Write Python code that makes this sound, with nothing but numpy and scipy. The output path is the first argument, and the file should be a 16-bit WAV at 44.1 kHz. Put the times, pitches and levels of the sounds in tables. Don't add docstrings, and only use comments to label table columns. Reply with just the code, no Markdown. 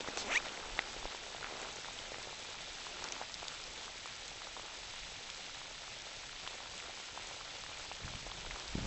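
import sys
import numpy as np
from scipy import signal
from scipy.fft import rfft, irfft, next_fast_len
from scipy.io import wavfile
from scipy.ndimage import uniform_filter1d

SR = 44100
rng = np.random.default_rng(int(sys.argv[2]) if len(sys.argv) > 2 else 0)


def dump(signal):
    limited = np.clip(np.atleast_2d(signal).T, -1, 1)
    pcm = np.round(limited * 32767).astype(np.int16)
    wavfile.write(sys.argv[1], SR, pcm)


def boost_factor(decibels):
    exponent = np.asarray(decibels, float) / 20
    return 10 ** exponent


N = 390726

# t/s, level/dB
WIND_RUMBLE = [(0.0, -58), (0.59, -61), (0.74, -49), (0.81, -66.5), (1.06, -49), (1.11, -68), (1.4, -61),
               (4.71, -67), (4.96, -57.5), (5.21, -63), (7.5, -67), (8.0, -57.5), (8.56, -55.5),
               (8.61, -69), (8.71, -47.5), (8.86, -49)]
# t/s, peak level/dB, half width/ms
PORT_KNOCKS = [(8.048, -37, 2.8), (8.058, -38, 1.2), (8.152, -39, 3.1), (8.398, -43, 5.2),
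               (8.477, -41, 5.9), (8.542, -42, 6.0), (8.7548, -23.5, 1), (8.76, -40, 1.5),
               (8.767, -44, 1.2), (8.782, -29.5, 1.4), (8.803, -41, 3), (8.82, -42, 2.5), (8.83, -37, 1.7),
               (8.838, -38, 2.5), (8.854, -31, 1.3), (8.7, -44, 4.6)]
# t/s, peak level/dB, fade/(dB per s)
GRIP_SHIFTS = [
    (8.04, -56.5, 37),
    (8.39, -71, 30),
    (8.76, -46, 9.5),
]
# t/s, level/dB, centre f/Hz
SLEEVE_RUSTLES = [
    [(.172, -73, 5000), (.18, -44.5, 5000), (.2, -41, 4800), (.225, -45.5, 4000), (.25, -58, 3500)],
    [(1.42, -65, 1600), (1.44, -55, 1500), (1.5, -54, 800), (1.56, -55, 650), (1.62, -53, 650),
     (1.68, -62, 550)],
]
# t/s, slip rate f/Hz, pressure level/dB
SQUEAK_SLIPS = [(.212, 510, -70), (.225, 470, -60), (.272, 385, -48.5), (.31, 710, -42), (.35, 1800, -42),
                (.36, 1920, -35.5), (.365, 2130, -45), (.376, 2420, -39), (.386, 2600, -58)]
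# multiple of slip rate, level/dB
SLIP_PARTIALS = [(.5, -8.5), (1, 2), (1.5, -9.5), (2, -6), (2.5, -15), (3, -11.5), (4, -20)]
# f/Hz, width/Hz, level/dB
SLEEVE_RESONANCES = [(2500, 880, 0.5), (5900, 770, -3)]
# f/Hz, level/dB per Hz
FAR_RAIN_COLOUR = [(150, -12.5), (252, -5), (832, -1), (1140, -5.5), (1860, -2.5), (3520, 0.5), (7380, -8),
                   (7890, -11.5)]
# t/s, dull patter level/dB
LEAF_BED_LEVEL = [(0.0, -51.5), (0.1, -51), (1.23, -56), (1.65, -54), (1.83, -56), (2.84, -57),
                  (3.06, -53.5), (3.28, -57.5), (3.77, -56), (3.95, -58), (6.07, -59), (7.5, -57),
                  (7.87, -58), (8.64, -56.5), (8.86, -54)]
# f/Hz, width/Hz, lift (share of the input added)
CASE_CAVITIES = [(865, 62, 0.25), (1362, 110, 0.43), (2380, 160, 0.16), (3500, 130, 0.25)]
# crest t/s, peak level/dB, ring f/Hz
SOFT_PATS = [(0.0071, -35, 507), (0.1052, -40, 590), (0.1771, -32.5, 660), (0.245, -35, 540),
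             (0.4055, -35, 695), (0.4659, -36, 700), (0.5783, -37, 590), (0.6622, -38.5, 492),
             (0.7918, -39, 377), (0.9658, -37, 410), (1.1485, -33, 870), (1.2666, -37, 695),
             (1.3484, -33, 686), (1.5104, -36, 700), (1.525, -35, 540), (2.12, -33, 550),
             (2.1846, -35.5, 550), (2.2735, -36, 550), (3.0246, -34, 880), (3.2238, -40, 720),
             (3.43, -33, 735), (4.5978, -42, 460), (6.0687, -40.5, 640), (6.6603, -39, 850),
             (6.8958, -37, 850), (7.312, -37, 780), (7.9159, -30.5, 820), (8.2669, -34.5, 623),
             (8.4505, -37, 850), (8.7865, -36, 500)]
# crest t/s, peak level/dB, ring f/Hz
LEAF_TAPS = [(0.628, -35.5, 1310), (0.931, -35, 1430), (1.0287, -33.5, 930), (1.444, -28, 1370),
             (1.8463, -31, 1570), (1.8857, -33, 930), (2.1443, -36, 920), (2.329, -36, 890),
             (2.8679, -32.5, 990), (3.042, -35, 1640), (3.214, -38, 1390), (3.223, -32, 1580),
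             (3.43, -43, 1380), (3.8802, -34, 1160), (4.0584, -33, 1090), (4.4194, -35, 1180),
             (4.4708, -36, 1000), (4.5673, -33, 1010), (4.5962, -34, 1110), (4.939, -37, 920),
             (5.6163, -38, 1010), (5.8799, -37.5, 1100), (6.4664, -33, 1550), (6.4758, -31, 1030),
             (6.6046, -36, 925), (7.4114, -35, 1180), (7.6387, -35, 1100), (8.0799, -31.5, 1440),
             (8.3188, -34, 1070), (8.5602, -32, 1200)]
# crest t/s, peak level/dB, ring f/Hz
BRIGHT_TICKS = [(0.173, -29, 2640), (0.4846, -29, 2820), (0.4924, -32, 2810), (0.5744, -30, 2190),
                (1.064, -35, 2400), (1.4636, -34, 2020), (1.6165, -29.5, 7300), (1.761, -33, 6220),
                (3.3425, -29, 4220), (2.1443, -31.5, 2210), (2.229, -34, 5750), (3.042, -30, 4440),
                (3.0876, -28, 5060), (3.4826, -29, 6800), (4.064, -33, 7350), (4.2806, -31, 7060),
                (5.0338, -33, 2410), (5.165, -35, 3390), (5.3466, -32, 4040), (6.0207, -32, 5710),
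                (6.7794, -30.5, 7400), (6.8015, -31, 2420), (7.2717, -30.5, 6790), (7.4491, -33, 4400),
                (7.637, -32, 4400), (7.6643, -35, 1850), (7.9202, -30.5, 2620), (8.1557, -33, 2850),
                (8.5985, -30, 5230), (8.68, -30, 4600)]
# crest t/s, peak level/dB, ring f/Hz, cycles to fade
NEAREST_SPLASHES = [(0.0071, -25.5, 3140, 5), (0.0766, -30, 1320, 9.4), (0.086, -31.5, 1870, 14),
                    (0.0876, -28.5, 550, 1.4), (0.1735, -24.5, 6560, 13.8), (0.1742, -24, 3560, 6.8),
                    (0.1744, -26, 1020, 2), (0.7911, -25, 3680, 26), (0.7913, -28.5, 800, 8.3),
                    (0.7913, -15.5, 2020, 12), (1.0559, -27.5, 630, 2.4), (1.429, -33, 1440, 18),
                    (1.4443, -28, 1950, 10.9), (1.989, -30, 3160, 19), (3.0404, -34, 7000, 44.0),
                    (3.042, -31, 5510, 43), (3.1222, -24, 6010, 30), (3.1245, -28, 2880, 6.1),
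                    (3.2146, -29, 750, 5.7), (3.342, -27, 5050, 22), (3.4826, -30.5, 3600, 26),
                    (3.482, -30.5, 4750, 26), (3.639, -33.5, 5060, 40), (4.2804, -34, 4250, 8.3),
                    (5.3009, -31, 5060, 19), (5.301, -30, 3280, 27), (6.4762, -26, 3140, 13),
                    (7.1761, -30, 940, 6.7), (8.3156, -29.5, 3580, 14.7), (8.51, -27.5, 2020, 10)]

CREST_TURNS = 0.8


def rms_one(x):
    return x / np.sqrt(np.mean(x ** 2) + 1e-20)


def in_time(rows):
    s, *columns = np.transpose(rows)
    t = np.arange(N) / SR
    return [np.interp(t, s, column) for column in columns]


def drift(rate_hz):
    r = np.exp(-80 * np.pi * rate_hz / SR)
    white = rng.standard_normal(N // 40 + 2002)
    slow = signal.lfilter([1], [1, -2 * r, r * r], white)[2000:]
    return np.interp(np.arange(N) / 40, np.arange(len(slow)), rms_one(slow))


def band(x, low_hz, high_hz):
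    sos = signal.butter(2, [low_hz, high_hz], "band", fs=SR, output="sos")
    return signal.sosfilt(sos, x)


def resonance(x, hz, width_hz):
    r = np.exp(-np.pi * width_hz / SR)
    poles = [1, -2 * r * np.cos(2 * np.pi * hz / SR), r * r]
    return signal.lfilter([(1 - r * r) / 2, 0, (r * r - 1) / 2], poles, x + 1e-18)


def add(out, s, x):
    at = round(s * SR)
    out[at:at + len(x)] += x[:N - at]


def wind():
    rumble_db, = in_time(WIND_RUMBLE)
    t = np.arange(N) / SR
    buffet = boost_factor(-65.5 + 0.15 * (rumble_db - np.median(rumble_db)))
    for s, peak_db, fade_db_per_s in GRIP_SHIFTS:
        rise = np.clip(1 + (t - s) / 0.047, 0, 1)
        buffet = buffet + boost_factor(peak_db - fade_db_per_s * np.maximum(t - s, 0)) * rise
    white = rng.standard_normal((2, N))
    out = boost_factor(rumble_db + 2.2 * drift(6.9)) * rms_one(band(white[0], 12, 45))
    out += buffet * boost_factor(2.2 * drift(18)) * rms_one(band(white[1], 38, 170))
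    for s, peak_db, half_ms in PORT_KNOCKS:
        u = np.arange(-0.025, 0.025, 1 / SR) * 1000 / half_ms
        dip = 1.3 * np.exp(-u ** 2)
        rebound = 0.3 * np.exp(-u ** 2 / 9.0)
        add(out, s - 0.025, boost_factor(peak_db) * (rebound - dip))
    return out


def rustle():
    out = np.zeros(N)
    for rows in SLEEVE_RUSTLES:
        level_db, hz = in_time(rows)
        start, stop = round(rows[0][0] * SR), round(rows[-1][0] * SR)
        grit = rng.standard_normal(N) * boost_factor(1.8 * drift(120))
        for i in range(start, stop, 256):
            piece = resonance(grit[i - 512:i + 256], hz[i], 0.65 * hz[i])[512:]
            even_loudness = np.sqrt(SR / (1.85 * hz[i]))
            out[i:i + 256] = boost_factor(level_db[i:i + 256]) * piece * even_loudness
    return out


def squeak():
    rate, tone_db = in_time(SQUEAK_SLIPS)
    scratch_db = tone_db + np.interp(rate, [620, 1300], [-6, 1])
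    live = np.arange(round(SQUEAK_SLIPS[0][0] * SR), round(SQUEAK_SLIPS[-1][0] * SR))
    rate = rate[live]
    loose = 1 - np.clip((rate - 1680) / 150, 0, 1)
    white = rng.standard_normal((8, len(live)))
    chance = uniform_filter1d(uniform_filter1d(white, size=55), size=55)
    chance /= chance.std()
    jitter = (0.008 + 0.035 * loose) * chance[0]
    phase = 2 * np.pi * np.cumsum(rate * (1 + jitter)) / SR
    tone = 0
    for (k, level_db), ragged in zip(SLIP_PARTIALS, chance[1:]):
        fold_db = 11 * np.exp(-(np.log2(k * rate / 2370) / 0.41) ** 2)
        ragged_db = (5 * loose + 0.5 if k == 1 else 4.5) * np.clip(ragged, -2.5, 0.8)
        ragged_db += (k == 1) * -6 * loose * np.clip(rate / 1000, 0, 1)
        treble_loss_db = 2.7 * np.maximum(k * rate / 1000 - 4, 0)
        tone = tone + boost_factor(level_db + fold_db + ragged_db - treble_loss_db) * np.sin(k * phase)
    grit = rng.standard_normal(len(live)) * (1 + 0.42 * np.sin(phase))
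    scratch = rms_one(sum(boost_factor(level_db) * resonance(grit, hz, width_hz)
                          for hz, width_hz, level_db in SLEEVE_RESONANCES))
    out = np.zeros(N)
    out[live] = np.sqrt(2) * boost_factor(tone_db[live]) * tone + boost_factor(scratch_db[live]) * scratch
    return out


def hiss(trends_db, patchy_db):
    out = 0
    together = drift(25)
    edges_hz = 130 * 2 ** np.arange(0, 6.1, 1 / 3)
    white = rng.standard_normal((2, N))
    colour_hz, colour_level_db = np.transpose(FAR_RAIN_COLOUR)
    for k, (low, high) in enumerate(zip(edges_hz, edges_hz[1:])):
        hz = np.sqrt(low * high)
        trend_db = trends_db[int(hz > 500) + int(hz > 1500)]
        flicker_db = patchy_db * (0.62 * together + drift(30))
        colour_db = np.interp(np.log(hz), np.log(colour_hz), colour_level_db)
        level_db = colour_db + flicker_db + trend_db - np.median(trend_db)
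        out = out + boost_factor(level_db) * band(white[k % 2], low, high)
    return rms_one(out)


def patter(per_s, low_hz, high_hz, cycles, spread_db, most):
    sizes = boost_factor(spread_db * np.minimum(rng.exponential(1, N), most)) * rng.choice([-1, 1], N)
    born = rng.random(N) < per_s * boost_factor(2.5 * drift(6)) / SR
    dealt = rng.integers(0, 14, N)
    out = 0
    for k, hz in enumerate(np.geomspace(low_hz, high_hz, num=14)):
        hits = sizes * born * (dealt == k)
        ring = resonance(resonance(hits, hz, 2.7 * hz / cycles), hz, hz)
        out = out + ring * np.sqrt(high_hz / hz)
    return rms_one(out)


def rain():
    bed_db, = in_time(LEAF_BED_LEVEL)
    swing_db = bed_db - np.median(bed_db)
    murmur_db, low_db, high_db = 1.64 * swing_db, -55 + swing_db, -48.5 + 0.18 * swing_db
    far = boost_factor(-49) * hiss([murmur_db, low_db, high_db], patchy_db=0.96)
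    leaves = boost_factor(low_db - 2.5) * patter(260, 419, 1900, cycles=4.0, spread_db=5.0, most=2.65)
    gravel = boost_factor(high_db - 6.5) * patter(900, 1940, 7800, cycles=5.5, spread_db=4.5, most=2.94)
    mixed = far + leaves + gravel
    return mixed + sum(lift * resonance(mixed, hz, width_hz) for hz, width_hz, lift in CASE_CAVITIES)


def struck(hz, cycles):
    cycles_to_fade = max(cycles, 1)
    turns = np.arange(round(SR * (cycles_to_fade + 1) / hz)) * hz / SR
    swell = np.sin(np.pi / 2 * np.minimum(turns / 0.9, 1)) ** 2
    envelope = swell * boost_factor(-60 * turns / cycles_to_fade)
    return np.cos(2 * np.pi * (turns - CREST_TURNS)) * envelope / envelope.max()


def near_drops():
    out = np.zeros(N)
    t = np.arange(500) / SR
    white = rng.standard_normal((len(NEAREST_SPLASHES), 500))
    for (s, peak_db, hz, cycles), grit in zip(NEAREST_SPLASHES, white):
        add(out, s - CREST_TURNS / hz, boost_factor(peak_db) * struck(hz, cycles))
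        spray = rms_one(band(grit, 0.55 * hz, min(1.8 * hz, 9000)))
        add(out, s + 0.00068, boost_factor(peak_db - 18.5) * spray * boost_factor(-60 * t / 0.016))
    for s, peak_db, hz in SOFT_PATS + LEAF_TAPS + BRIGHT_TICKS:
        cycles = 5.9 * np.sqrt(hz / 1000)
        add(out, s - CREST_TURNS / hz, boost_factor(peak_db) * struck(hz, cycles))
    return out


def scene():
    mono = wind() + rustle() + squeak() + rain() + near_drops()
    return np.tile(mono, (2, 1))


def roll_off(x):
    return signal.sosfilt(signal.butter(12, 8540, fs=SR, output="sos"), x)


def record(dry):
    size = next_fast_len(N + 4096)
    above_hz = np.fft.rfftfreq(size, 1 / SR) - 7990
    cut_db = np.interp(above_hz, [0, 50, 150, 240, 330], [0, -9, -30, -34, -70])
    mix = irfft(rfft(dry, size) * boost_factor(cut_db), size)[:, :N]
    return roll_off(mix)


dry = scene()
out = record(dry)
dump(out)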